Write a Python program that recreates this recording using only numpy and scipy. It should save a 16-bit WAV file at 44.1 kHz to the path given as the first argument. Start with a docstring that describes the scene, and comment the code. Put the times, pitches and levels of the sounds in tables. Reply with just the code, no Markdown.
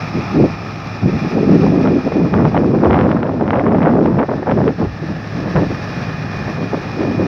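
"""A steady grinding hiss and a diesel drone: a road milling machine cuts asphalt some way off.
Its drum crushes stone, its drive whines, and tyre roar from trucks on the highway beside it mixes in.
Close up, and often louder than the works, gusts buffet the microphone: a hollow flutter over a low
rumble, tearing into crackle when they are strongest."""
import sys
import numpy as np
from scipy import signal
from scipy.fft import rfft, irfft
from scipy.io import wavfile
from scipy.ndimage import uniform_filter1d, minimum_filter1d, map_coordinates

SR = 44100
rng = np.random.default_rng(int(sys.argv[2]) if len(sys.argv) > 2 else 0)


def file_out(sig):
    """Save sig as 16-bit WAV at sys.argv[1]."""
    # one column per channel
    cols = np.atleast_2d(sig).T
    # limit, then scale
    lim = np.clip(cols, -1, 1)
    pcm = np.round(lim * 32767).astype(np.int16)
    wavfile.write(sys.argv[1], SR, pcm)


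N = 320607
TIME = np.arange(N) / SR
BINS = np.fft.rfftfreq(N, 1 / SR)
GUST_RELEASE_S = .02

# the din of the works sinks and returns: time_s, level_db
WORKS_LEVEL = [(0.0, -44), (0.2, -44.5), (0.79, -47.5), (1.29, -44.5), (2.15, -48), (3.12, -54),
               (3.77, -55.5), (5.1, -48.5), (5.61, -44.5), (7.27, -45)]
# gusts on the microphone: start_s, rise_s, length_s, level_db, pitch_hz
MIC_GUSTS = [(0.122, 0.035, 0.067, -17.5, 198.8), (0.281, 0.17, 0.16, -6, 285.5),
             (1.006, 0.046, 0.075, -10, 205.5), (1.118, .02, 0.037, -11.5, 199.4),
             (1.206, 0.021, 0.056, -16.5, 211.1), (1.29, 0.071, 0.19, -13, 270.6),
             (1.47, .03, 0.095, -7, 262.5), (1.569, 0.028, .41, -11.5, 231.7),
             (2.027, .035, .045, -14, 253.8), (2.126, 0.027, 0.14, -12.5, 239.2),
             (2.268, 0.1, 0.21, -11, 219.9), (2.469, 0.11, 0.3295, -13, 242.6),
             (2.799, 0.028, 0.37, -13, 245.2), (3.151, 0.019, 0.24, -18.5, 219.8),
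             (3.377, 0.031, 0.23, -16.5, 234.4), (3.611, .04, 0.26, -12.5, 247.9),
             (3.86, 0.052, .2, -11.5, 262.1), (4.058, 0.021, .16, -14, 230.5),
             (4.273, .02, 0.12, -20.5, 245.9), (4.44, 0.093, 0.26, -14, 237.5),
             (4.777, 0.019, 0.057, -15, 228.2), (5.009, .015, 0.0287, -22.5, 219),
             (5.08, .015, 0.027, -18.5, 214.5), (5.322, 0.032, 0.1905, -21.5, 195),
             (5.527, 0.031, 0.12, -14, 215.4), (5.693, .015, .03, -20.5, 209),
             (5.901, 0.033, 0.14, -27, 172.2), (6.208, 0.027, 0.049, -26, 174.7),
             (6.468, .015, 0.029, -22, 214.5), (6.569, 0.019, 0.075, -21.5, 235.8),
             (6.709, 0.036, 0.063, -19.5, 245.7), (6.95, 0.045, 0.2, -19.5, 238.5),
             (7.148, 0.053, 0.091, -14, 244.4)]
# the wind freshens, then drops: time_s, speed_ratio
WIND_TREND = [(0, 0.65), (1.6, 0.65), (2.2, 0.86), (2.5, 0.9), (3.0, 1.043), (3.6, 1.11), (4.5, .96),
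              (5.6, 0.85), (6.3, 0.74), (7.27, 0.76)]


def grinding():
    """Distant picks crush asphalt in countless small blows that ring the machine, mixed with tyre roar."""
    # the roar before and after the trucks go by: frequency_hz, level_db
    roar_before = [(25, -26), (60, -8), (160, 3.5), (280, -5), (480, -15.5), (800, -5), (1000, -13.5),
                   (1300, -7), (1550, -20), (2100, -17), (2600, -15), (3000, -29.5), (5600, -26),
                   (7900, -61)]
    roar_after = [(25, -21.5), (60, -6), (160, 5.5), (280, -6), (420, -8.5), (830, -10), (960, -17.5),
                  (1100, -12), (1480, -19), (2100, -20.5), (2600, -20), (3100, -28.5), (5600, -27),
                  (7900, -61)]
    # blend towards the later colour: time_s, late_share
    trucks_passing = [(0, 0.3), (1.5, 0.5), (3, 0.7), (5.2, 1), (6, 1), (7.27, 0.8)]
    # peaks in the roar, narrow machine resonances and a broad late swell of tyre noise:
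    # centre_hz, width_hz, early_db, late_db
    roar_peaks = [(1255, 88, 2.5, 3), (1751, 330, 0, 10.5), (2400, 70, 8.5, 3.5), (3430, 86, 8.5, 4),
                  (3860, 140, 4.5, 3.5), (5170, 250, 6.5, 2.5)]
    chips_per_s, air_db, over_level_db = 500, -59, 20.5
    chips = rng.standard_normal(N) * (rng.random(N) < chips_per_s / SR)
    blows = evened(rng.standard_normal(N) + 0.34 * evened(chips))
    early_db, late_db = spectrum_db(roar_before), spectrum_db(roar_after)
    for hz, width, early_boost, late_boost in roar_peaks:
        bell = 1 / (1 + (2 * (BINS - hz) / width) ** 2)
        early_db += early_boost * bell
        late_db += late_boost * bell
    late_share = follow(trucks_passing)
    roar = (1 - late_share) * coloured(blows, early_db) + late_share * coloured(blows, late_db)
    roar = coloured(roar, spectrum_db([(7700, -2), (8600, -25)]))
    roar += gain_of(air_db) * rng.standard_normal(N)
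    # turbulent air makes the treble flicker more than the bass
    treble = coloured(roar, spectrum_db([(700, -39), (2000, -6)]))
    roar = (roar - treble) * gain_of(1.1 * wander(14)) + treble * gain_of(1.5 * wander(22))
    return evened(roar) * gain_of(follow(WORKS_LEVEL) + over_level_db)


def engine():
    """A six-cylinder diesel drones under load and its drive whines, both wavering in the moving air."""
    # tones of the diesel: crankshaft_multiple, level_db
    engine_orders = [(3, -28), (4.5, -33), (5, -33.5), (6, -38), (8, -41), (12, -47), (16.5, -49),
                     (20, -49), (24, -45), (30, -50), (34.5, -49), (35, -47), (40, -53), (51, -50)]
    # the drone swells and sinks: time_s, gain_db
    drone_level = [(0, -2.5), (.6, -0.5), (1.8, -9), (3.6, -0.5), (5, -6.5), (5.9, 1.5), (6.6, -3.5),
                   (7.27, 0.5)]
    # the whine fades and returns, relative to WORKS_LEVEL: time_s, gain_db
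    whine_level = [(0, 3), (1.3, 3), (2.2, 6.5), (4, -9), (5.3, -5.5), (5.9, 4.5), (7.27, 8)]
    whine_hz, whine_order = 2451.3, 70
    speed = 1 + .0011 * wander(4) + .00098 * wander(30)
    crank_turns = np.cumsum(whine_hz * speed) / SR / whine_order
    drone = np.zeros(N)
    for order, db in engine_orders:
        drone += gain_of(db + 1.9 * wander(7)) * np.sin(2 * np.pi * (order * crank_turns + rng.random()))
    whine_db = follow(WORKS_LEVEL) + follow(whine_level) + 1.4 * wander(7.4) + 0.9 * wander(45)
    whine = gain_of(whine_db) * np.sin(2 * np.pi * whine_order * crank_turns)
    return drone * gain_of(follow(drone_level)) + whine


def wind_flutter():
    """Small eddies flutter in the microphone port, the pitch gliding from gust to gust."""
    # colour of the flutter at base_hz: frequency_hz, level_db
    flutter_colour = [(40, -40.5), (90, -18), (150, -4), (215, -3), (285, -5), (380, -12.5), (600, -24.5),
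                      (1100, -57), (3000, -94.5)]
    base_hz = 232
    pitch_hz = follow([(start + length / 2, hz) for start, _, length, _, hz in MIC_GUSTS])
    flutter = eddies(flutter_colour, unevenness=.17, churn_hz=34.725, push=1, pace=pitch_hz / base_hz)
    return flutter * gust_strength(GUST_RELEASE_S)


def wind_rumble():
    """Large eddies rumble on the microphone, swelling less than each gust and lingering after it."""
    # colour of the rumble: frequency_hz, level_db
    rumble_colour = [(20, -27), (40, -14.5), (65, -1.5), (100, 6), (150, -10), (300, -28), (600, -86.5)]
    # single large eddies that thump: start_s, length_s, level_db
    big_eddies = [(2.3, .16, -22.5), (2.53, 0.095, -29), (2.837, .1, -17.5), (2.995, .12, -27.5),
                  (4.533, 0.082, -23), (4.8, 0.068, -21.5), (5.528, 0.078, -25)]
    rumble_db, typical_gust_db = -32, -15.5
    rise_s, release_s = .045, .06
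    heave = (gust_strength(release_s) / gain_of(typical_gust_db)) ** 0.9
    heave *= gain_of(rumble_db) * follow(WIND_TREND) ** 0.62
    thumps = sum(swell(start, rise_s, length, db, release_s) for start, length, db in big_eddies)
    return eddies(rumble_colour, unevenness=.1, churn_hz=20, push=.8) * np.hypot(heave, thumps)


def wind_tearing():
    """Strong flow tears off the microphone's case and breaks into crackling eddies and steep fronts."""
    # bursts of torn flow: start_s, length_s, level_db, fineness_ratio (scales the crackle's frequencies)
    tears = [(0.411, 0.035, -24, .68), (1.631, 0.033, -17.5, 0.69), (1.721, 0.061, -27, 0.73),
             (1.845, 0.038, -20.5, 0.86), (2.052, 0.026, -21.5, 0.79), (2.112, .01, -19.5, 0.96),
             (2.186, 0.02, -22.5, 0.81), (2.328, 0.076, -23, 1.12), (2.448, .014, -19, 1.07),
             (2.533, 0.046, -21, 1.26), (2.62, 0.029, -25, .79), (2.73, .022, -20.5, 0.83),
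             (2.825, .04, -15.5, 0.97), (2.885, .13, -20.5, 1.3), (3.029, .11, -23.5, 1.1),
             (3.223, 0.074, -24.5, 1.13), (3.403, 0.026, -19, 1.01), (3.474, .012, -23, 1.11),
             (3.52, 0.089, -20, 1.3), (3.645, 0.034, -20.5, 1.09), (3.71, 0.047, -19.5, 1.06),
             (3.815, .02, -21, 1.24), (3.847, .04, -15.5, 1.11), (3.94, 0.12, -21.5, 0.89),
             (4.174, 0.061, -19, 1.114), (4.28, 0.064, -23, .98), (4.417, 0.01173, -23, 1.0),
             (4.457, 0.064, -20, 1.09), (4.568, 0.057, -22, .93), (4.659, 0.031, -20, 1.044),
             (4.81, 0.041, -21.5, 0.84), (5.453, 0.022, -24, 0.86), (5.553, .035, -18, 1.035),
             (5.61, .02, -23, 0.99), (5.701, 0.013, -24, 0.78), (6.476, 0.0099, -26, 0.78),
             (6.57, 0.069, -29, 0.82), (6.723, 0.021, -18.5, 0.77), (6.99, 0.12, -24.5, 0.74),
             (7.19, .08, -25.5, 0.72)]
    # colour of the crackle: frequency_hz, level_db
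    crackle_colour = [(60, -28.5), (250, -5.5), (450, 12), (700, 0), (1100, -7), (1700, -24.5),
                      (2500, -51.5), (3600, -44.5), (6000, -91.5)]
    # the microphone port dulls the treble: frequency_hz, gain_db
    port_response = [(2500, 1), (4000, -2.5), (5500, -10), (8000, -33)]
    rise_s, release_s = .008, .012
    # every gust crackles a little, and more in a faster wind
    gust_crackle = gust_strength(GUST_RELEASE_S) * gain_of(-13) * follow(WIND_TREND) ** 1.1
    burst_power = sum(swell(start, rise_s, length, db, release_s) ** 2 for start, length, db, _ in tears)
    strength = np.sqrt(gust_crackle ** 2 + burst_power)
    fineness = follow([(start + length / 2, fine) for start, length, _, fine in tears])
    crackle = eddies(crackle_colour, unevenness=.33, churn_hz=259.2, push=.73, pace=fineness)
    crackle *= strength * gain_of(2.5)
    return coloured(crackle, spectrum_db(port_response)) + pressure_fronts(strength, fineness)


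def pressure_fronts(strength, fineness):
    """Steep fronts snap, more often in finer turbulence; the hardest slap and trail a ragged wake."""
    # the hardest single eddies: start_s, level_db (before slap_boost_db)
    slaps = [(1.8741, -14.5), (2.3402, -11.5), (2.4528, -14), (2.568, -16), (2.5769, -11), (2.8476, -15.5),
             (2.9092, -12), (2.9312, -11), (2.9452, -11), (2.9902, -12.5), (3.0116, -12), (3.1159, -12.5),
             (3.2309, -15.5), (3.4789, -16.5), (3.5068, -8.5), (3.83, -14), (4.0606, -18), (4.1948, -18),
             (4.5147, -13), (4.6791, -13.5), (5.5621, -13.5)]
    # colour of one front: frequency_hz, level_db
    front_colour = [(60, -22.5), (200, 2.5), (500, 0.5), (1200, 2.5), (2200, -8), (3200, -17),
                    (4300, -29.5), (7000, -66.5)]
    snap_boost_db, slap_boost_db = 3.5, 8
    snaps_per_s = 170 * fineness ** 5
    fronts = (rng.random(N) < snaps_per_s / SR) * rng.uniform(-1.03, 1, N)
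    fronts *= strength * gain_of(snap_boost_db)
    for start_s, db in slaps:
        wake = .028 * rng.standard_normal(1024) * np.exp(-TIME[:1024] / .004)
        wake[0] = rng.choice([-1, 1])  # a push or a suck leads the wake
        first = round(start_s * SR)
        fronts[first:first + len(wake)] += gain_of(db + slap_boost_db) * wake
    return signal.oaconvolve(fronts, sharpest_pulse(front_colour))[:N]


def eddies(colour, unevenness, churn_hz, push, pace=1):
    """A frozen field of eddies swept past unevenly: faster is brighter and harder. Held near rms 1."""
    field = coloured(rng.standard_normal(N), spectrum_db(colour))
    speed = np.exp(unevenness * 2 * np.tanh(wander(churn_hz) / 2))
    place = np.cumsum(pace * speed / speed.mean())
    pressure = map_coordinates(field, [place], order=3, mode="mirror") * speed ** push
    power = uniform_filter1d(uniform_filter1d(pressure ** 2, size=1000), size=1000)
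    return pressure / np.sqrt(abs(power) + 1e-20)


def gust_strength(release_s):
    """The gusts and the light breeze between them, summed in power."""
    breeze_db = -36
    gust_power = sum(swell(*gust[:4], release_s) ** 2 for gust in MIC_GUSTS)
    return np.sqrt(gain_of(breeze_db) ** 2 + gust_power)


def swell(start_s, rise_s, length_s, db, release_s):
    """One push of air: a smooth rise, a hold until its length is over, an exponential release."""
    first, last = np.searchsorted(TIME, [start_s, start_s + length_s + 10 * release_s])
    age, strength = TIME[first:last] - start_s, np.zeros(N)
    attack = np.sin(np.pi / 2 * np.clip(age / rise_s, 0, 1)) ** 2
    strength[first:last] = gain_of(db) * attack * np.exp(-np.maximum(age - length_s, 0) / release_s)
    return strength


def sharpest_pulse(colour):
    """The quickest-starting (minimum-phase) pulse of this colour, with a peak of 1."""
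    log_gain = spectrum_db(colour) * np.log(10) / 20
    cepstrum = irfft(log_gain, N)
    cepstrum[1:] *= 2 * (np.arange(1, N) < N / 2)
    pulse = irfft(np.exp(rfft(cepstrum)), N)[:2048]
    return pulse / abs(pulse).max()


def gain_of(db):
    """Decibels to gain."""
    return 10 ** (np.asarray(db) / 20)


def evened(x):
    """Scales to rms 1."""
    return x / np.sqrt(np.mean(x ** 2) + 1e-20)


def spectrum_db(points):
    """Joins (frequency_hz, level_db) points on a log-frequency axis, giving dB for every bin."""
    hz, db = np.transpose(points)
    return np.interp(np.log(BINS + 1), np.log(hz + 1), db)


def follow(points):
    """Joins (time_s, value) points, giving a value for every sample."""
    return np.interp(TIME, *np.transpose(points))


def coloured(x, db):
    """Filters x by a gain in dB for every bin."""
    return irfft(rfft(x) * gain_of(db), N)


def wander(hz):
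    """Smooth random drift of rms 1, changing up to about hz times a second."""
    return evened(irfft(rfft(rng.standard_normal(N)) * np.exp(-(BINS / hz) ** 2), N))


def scene():
    """One microphone by the highway: the works in the distance, the wind right on top of it."""
    works = engine() + grinding()
    wind = wind_flutter() + wind_rumble() + wind_tearing()
    fade = np.clip(np.minimum(TIME, TIME[-1] - TIME) / .003, 0, 1)
    return (fade * (works + wind))[None]


def record(dry):
    """The recorder's fast limiter holds the gusts under full scale; a low-pass trims the top treble."""
    ceiling, cutoff_hz = .97, 15750
    safe_gain = np.minimum(1, ceiling / (abs(dry) + 1e-9))
    held_gain = minimum_filter1d(safe_gain, size=241)
    limited = dry * uniform_filter1d(uniform_filter1d(held_gain, size=121), size=121)
    low_pass = signal.firwin(511, cutoff_hz, window=("kaiser", 9), fs=SR)
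    return signal.oaconvolve(limited, low_pass[None], "same")


dry = scene()
out = record(dry)
file_out(out)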